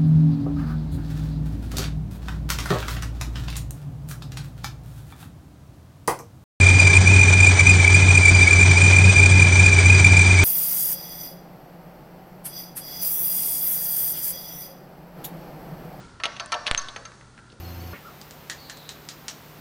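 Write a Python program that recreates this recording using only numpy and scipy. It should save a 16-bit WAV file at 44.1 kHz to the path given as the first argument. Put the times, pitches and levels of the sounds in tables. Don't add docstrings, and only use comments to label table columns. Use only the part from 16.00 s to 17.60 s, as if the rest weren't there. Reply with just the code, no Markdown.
import sys
import numpy as np
from scipy import signal
from scipy.fft import rfft, irfft
from scipy.io import wavfile

SR = 44100
rng = np.random.default_rng(int(sys.argv[2]) if len(sys.argv) > 2 else 0)


def transcribe(signal):
    frames = np.atleast_2d(signal).T
    limited = np.clip(frames, -1, 1)
    pcm = np.round(limited * 32767).astype(np.int16)
    wavfile.write(sys.argv[1], SR, pcm)


N = 70560

# f/Hz, level/dB
CONTACT_COLOUR = [(100, -17.5), (400, 4.5), (1000, 7.5), (3400, 3), (4500, 3), (4850, -2), (5600, 1.5),
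                  (6400, -8), (7100, -8), (8700, -12), (9450, -3.5)]


def amp(db):
    return 10 ** (np.asarray(db) / 20)


def unit(x):
    return x / np.sqrt(np.sum(x ** 2) + 1e-20)


def read(points, hz):
    f, value = np.transpose(points)
    return np.interp(np.log(hz + 1), np.log(f + 1), value)


def add(mix, s, sound):
    part = mix[max(round(s * SR), 0):][:len(sound)]
    part += sound[:len(part)]


def pulse(gain_db, size=2048):
    log_gain = np.log(amp(gain_db(abs(np.fft.fftfreq(size, 1 / SR)))))
    minimum_phase = np.exp(np.conj(signal.hilbert(log_gain)))
    return unit(np.fft.ifft(minimum_phase).real[:size // 2])


def hump(hz, centre_hz, octaves, skirt_db):
    bell = np.exp(-.5 * (np.log2((hz + 1) / centre_hz) / octaves) ** 2)
    return 20 * np.log10(bell + amp(skirt_db))


def decay(t, t60):
    return np.exp(-np.log(1000) * t / t60)


def room_tone(hum_hz=120.3):
    # f/Hz, relative level/dB
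    air_colour = [(15, -38.5), (25, -0.5), (186, 0), (667, -15), (972, -10.5), (1190, -15.5), (1380, -5),
                  (1560, -16.5), (1770, -16.5), (2520, -22.5), (2720, -23), (4370, -21.5), (10000, -30.5),
                  (13000, -66), (22000, -120)]
    # t/s, relative level/dB
    air_drift = [(0, 9.5), (.18, 3), (1.1, 1), (1.3, 2), (1.6, 1)]
    t = np.arange(N) / SR
    spectrum = rfft(rng.standard_normal(N)) * amp(read(air_colour, np.fft.rfftfreq(N, 1 / SR)))
    air = unit(irfft(spectrum, N)) * np.sqrt(N)
    air_db = -53.5 + np.interp(t, *np.transpose(air_drift))
    hum = np.sqrt(2) * np.sin(2 * np.pi * (hum_hz * t + rng.random()))
    return amp(air_db) * air + amp(-59) * hum


def fingers():
    # t/s, level/dB, centre f/Hz
    bumps = [(.004, -44, 220), (0.963, -33.5, 343), (1.208, -43, 450), (1.272, -48, 234), (1.527, -35, 230)]
    out, t = np.zeros(N), np.arange(SR // 8) / SR
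    for s, db, centre_hz in bumps:
        thud = pulse(lambda hz: hump(hz, centre_hz, 0.71, skirt_db=-28.5))
        force = rng.standard_normal(len(t)) * decay(t, t60=0.012)
        add(out, s, amp(db) * signal.fftconvolve(force, thud))
    return out


def workshop(x, delay_s=.005, change_hz=1.688):
    # f/Hz, t60/s
    room_t60 = [(200, 4), (420, 1.04), (700, .5), (1400, 0.55), (3000, 1.22), (6000, 1.2), (10000, 5.5)]
    # f/Hz, level/dB
    room_colour = [(200, -7.5), (500, 3), (900, -2), (1500, -0.5), (3000, -19.5), (4500, -9.5), (5300, -6),
                   (6300, -4), (10000, -15)]
    out, turn = np.zeros(N), 2 * np.pi * change_hz * np.arange(N) / SR
    for weight in (np.cos(turn), np.sin(turn)):
        hz, t, bands = signal.stft(rng.standard_normal(SR), SR, nperseg=256)
        t60 = read(room_t60, hz)[:, None]
        equal_energy = np.sqrt(2 * np.log(1000) / (t60 * SR))
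        bands = bands * decay(t, t60) * equal_energy * amp(read(room_colour, hz))[:, None]
        response = signal.istft(bands, SR, nperseg=256)[1]
        add(out, delay_s, signal.fftconvolve(x * weight, response))
    return out


def clack(centre_hz, octaves, clatter_db, gap_s=.0006):
    t = np.arange(SR // 8) / SR
    clatter = rng.standard_normal(len(t)) * decay(t, t60=0.044) * (t > gap_s)
    force = (t == 0) + amp(clatter_db) * unit(clatter)
    contact = pulse(lambda hz: read(CONTACT_COLOUR, hz) + hump(hz, centre_hz, octaves, skirt_db=-12.5))
    return signal.fftconvolve(force, contact)


def ring(modes, rise_s, ring_db, free_s, damped_db):
    waver_hz, waver_step_s = 12.8, .012
    detune, strike_spread_db = 0.0048, 1.5
    out, t = 0, np.arange(SR // 3) / SR
    for hz, db, t60 in modes:
        waver = waver_hz * np.interp(t / waver_step_s, np.arange(64), rng.standard_normal(64))
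        pitch_hz = hz * (1 + detune * rng.uniform(-0.7, 1)) + waver
        turns = np.cumsum(pitch_hz) / SR + rng.random()
        strength = amp(db + strike_spread_db * rng.uniform(-0.91, 1))
        out = out + strength * decay(t, t60) * np.sin(2 * np.pi * turns)
    seated = np.clip(t / free_s - 1, 0, .5) * 2
    return amp(ring_db + damped_db * seated) * out * (1 - np.exp(-t / rise_s))


def handwheel():
    # t/s, clack level/dB, # centre f/Hz,
    # width/octaves, clatter against the contact/dB, then level/dB of valve body, wheel, # washer and cylinder
    knocks = [(0.2003, -28.5, 1500, 1, 8.5, -33.5, -27, -62, -38.5),
              (.2366, -6.5, 2640, 0.65, 1.5, -39, -15.5, -23, -41),
              (0.2404, -13, 2250, 0.27, -2, -29.5, -39, -44, -45),
              (.2527, -16.5, 3230, 0.37, 4.5, -29, -21.5, -24, -34.5),
              (0.256, -5, 3100, 0.29, -4, -26.5, -34, -26, -34.5),
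              (0.3663, -23, 2980, 0.33, -0.5, -36.5, -49, -37, -50),
              (.398, -15, 3280, .6, 3, -24.5, -21, -19.5, -22.5),
              (.5205, -12.5, 4570, 1.96, 4.5, -27, -35, -25, -34),
              (0.523, -16, 2000, 2.1, 5, -18.5, -6.5, -21, -23),
              (0.5426, -11, 3060, 0.25, -1.5, -15.5, -32, -28, -22.5),
              (0.6638, -19, 2610, 0.27, -2, -52, -45, -47, -56),
              (0.6673, -7.5, 3040, 0.44, 0.5, -37, -46, -27, -30),
              (.672, -14.5, 3700, 0.24, 8, -40, -36, -29.5, -29.5),
              (.679, -11, 2390, 0.41, 0.5, -27.5, -24.5, -24.5, -26),
              (0.7759, -19.5, 4000, 1.1, 8.5, -50, -25, -8, -23),
              (0.785, -28.5, 1140, 0.18, 6, -42, -35, -14, -25),
              (.817, -28.5, 6040, 0.63, 2.5, -56, -34, -24.5, -59),
              (.8858, -19, 3603, 0.21, 1, -35, -39, -42, -45),
              (.962, -21, 1800, 0.68, 6.5, -34.5, -31.5, -27.5, -31),
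              (1.0529, -28, 3200, 1.07, 3.5, -49, -26, -26.5, -36.5)]
    # t/s, level/dB, centre f/Hz, width/octaves, clatter/dB
    ticks = [(.735, -31, 3300, .25, 0), (1.119, -32, 1360, .5, 0.5), (1.2115, -32, 1800, 0.51, -1.5),
             (1.3784, -31.5, 1720, 0.55, 1), (1.389, -34.5, 1650, 0.49, 3.5), (1.501, -37, 3600, .35, 1),
             (1.52, -42, 3900, 0.68, 6)]
    # f/Hz, relative level/dB, t60/s
    body_modes = [(464.6, -19, 0.15), (560, -10, 0.11), (620.4, -5.5, 0.25), (694, 1, .12), (804, -5, .1),
                  (877, -2.5, 0.073), (946, 3, 0.064)]
    washer_modes = [(6136, -0.5, 0.066), (6430, -22, 0.023), (6338, 0, 0.071), (6406, 0, 0.052),
                    (9150, -23, 0.044)]
    wheel_modes = [(1117, -7, 0.15), (1332.4, 3.5, 0.18), (1800, -12, 0.37), (1832, -21, 0.19),
                   (2090, -16, 0.24), (2255, -15, 0.16), (2380, -10, .12), (2640, -37, 0.13),
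                   (2780, -15.5, 0.4), (3130, -17, 0.14), (3900, -15, 0.065), (3640, -17, 0.071),
                   (4435, 1.5, 0.049)]
    cylinder_modes = [(1049, -2.5, 0.33), (1129, 2, 0.32), (1195, -3.5, .28), (1508, -3, 0.37),
                      (1578, -8, 0.41), (1690, -9, 0.43), (1767, -3, 0.48), (4560, -4.5, 0.38)]
    clacks, body, washer, wheel, cylinder = np.zeros((5, N))
    for s, db, centre_hz, octaves, clatter_db, body_db, wheel_db, washer_db, cylinder_db in knocks:
        add(clacks, s, amp(db + 6.5) * clack(centre_hz, octaves, clatter_db))
        add(body, s, amp(body_db) * ring(body_modes, 0.0053, -10.5, free_s=0.031, damped_db=-4.5))
        add(washer, s, amp(washer_db) * ring(washer_modes, 0.0013, -12, free_s=0.01, damped_db=-32.5))
        add(wheel, s, amp(wheel_db) * ring(wheel_modes, 0.0043, -13.5, free_s=0.015, damped_db=-13.5))
        add(cylinder, s,
            amp(cylinder_db) * ring(cylinder_modes, 0.0069, -17, free_s=0.023, damped_db=-3.5))
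    for s, db, centre_hz, octaves, clatter_db in ticks:
        add(clacks, s, amp(db + 6) * clack(centre_hz, octaves, clatter_db))
    close = clacks + body + washer + wheel + cylinder
    to_room = clacks + amp(-6) * body + amp(-16) * washer + amp(-8) * wheel + amp(1) * cylinder
    return close, to_room


def snaps(echo_s=.0092, echo_hz=2300):
    # t/s, relative level/dB, centre f/Hz, width/octaves
    contacts = [(0.4607, -17.5, 8000, 2), (.713, 4, 2190, 1.15), (0.7483, -2, 2300, 0.87)]
    # f/Hz, level/dB
    colour = [(300, 13), (1500, -1), (3500, 0.5), (5500, -9.5), (8500, 4)]
    out, t = np.zeros(N), np.arange(SR // 16) / SR
    surface = pulse(lambda hz: hump(hz, echo_hz, 0.55, skirt_db=-34))
    surface /= abs(rfft(surface)).max()
    for s, db, centre_hz, octaves in contacts:
        grit = amp(-13.5) * unit(rng.standard_normal(len(t)) * decay(t, t60=0.023))
        contact = pulse(lambda hz: hump(hz, centre_hz, octaves, skirt_db=-49) + read(colour, hz))
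        snap = signal.fftconvolve((t == 0) + grit, contact)
        add(out, s, amp(db + 5.5) * snap)
        add(out, s + echo_s, amp(db - 12) * signal.fftconvolve(snap, surface))
    return out


def scrapes(centre_hz=4280, slips_per_s=900, spread_db=6):
    # t/s, length/s, level/dB
    slides = [(0.691, 0.035, -53), (0.754, 0.065, -43.5), (.8, 0.087, -50.5)]
    t = np.arange(N) / SR
    slips = (rng.random(N) < slips_per_s / SR) * rng.choice([-1, 1], N)
    slips = slips * amp(spread_db * rng.standard_normal(N))
    swell = sum(amp(db) * np.sin(np.pi * np.clip((t - s) / length, 0, 1)) for s, length, db in slides)
    grain = pulse(lambda hz: read(CONTACT_COLOUR, hz) + hump(hz, centre_hz, 0.58, skirt_db=-19.5))
    return signal.fftconvolve(swell * unit(slips) * np.sqrt(N), grain)[:N]


def jolts(decay_s=0.034, swing=1.07):
    # t/s, level/dB
    swings = [(0.713, -20), (0.7494, -29)]
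    out, age = np.zeros(N), np.arange(SR // 2) / SR / decay_s
    for s, db in swings:
        add(out, s, amp(db) * (1 - swing * age) * np.exp(-age))
    return out


def scene():
    metal, metal_to_room = handwheel()
    snap = snaps()
    handling = fingers() + scrapes()
    room = workshop(metal_to_room + handling + amp(-12.5) * snap)
    return (metal + snap + handling + room + jolts() + room_tone())[None]


def record(dry):
    peak_limit, edge_hz = .8, 9980
    rounded = np.tanh(dry / peak_limit) * peak_limit
    lowpass = signal.firwin(401, edge_hz, window=("kaiser", 8), fs=SR)
    return signal.oaconvolve(rounded, lowpass[None], "same")


dry = scene()
out = record(dry)
transcribe(out)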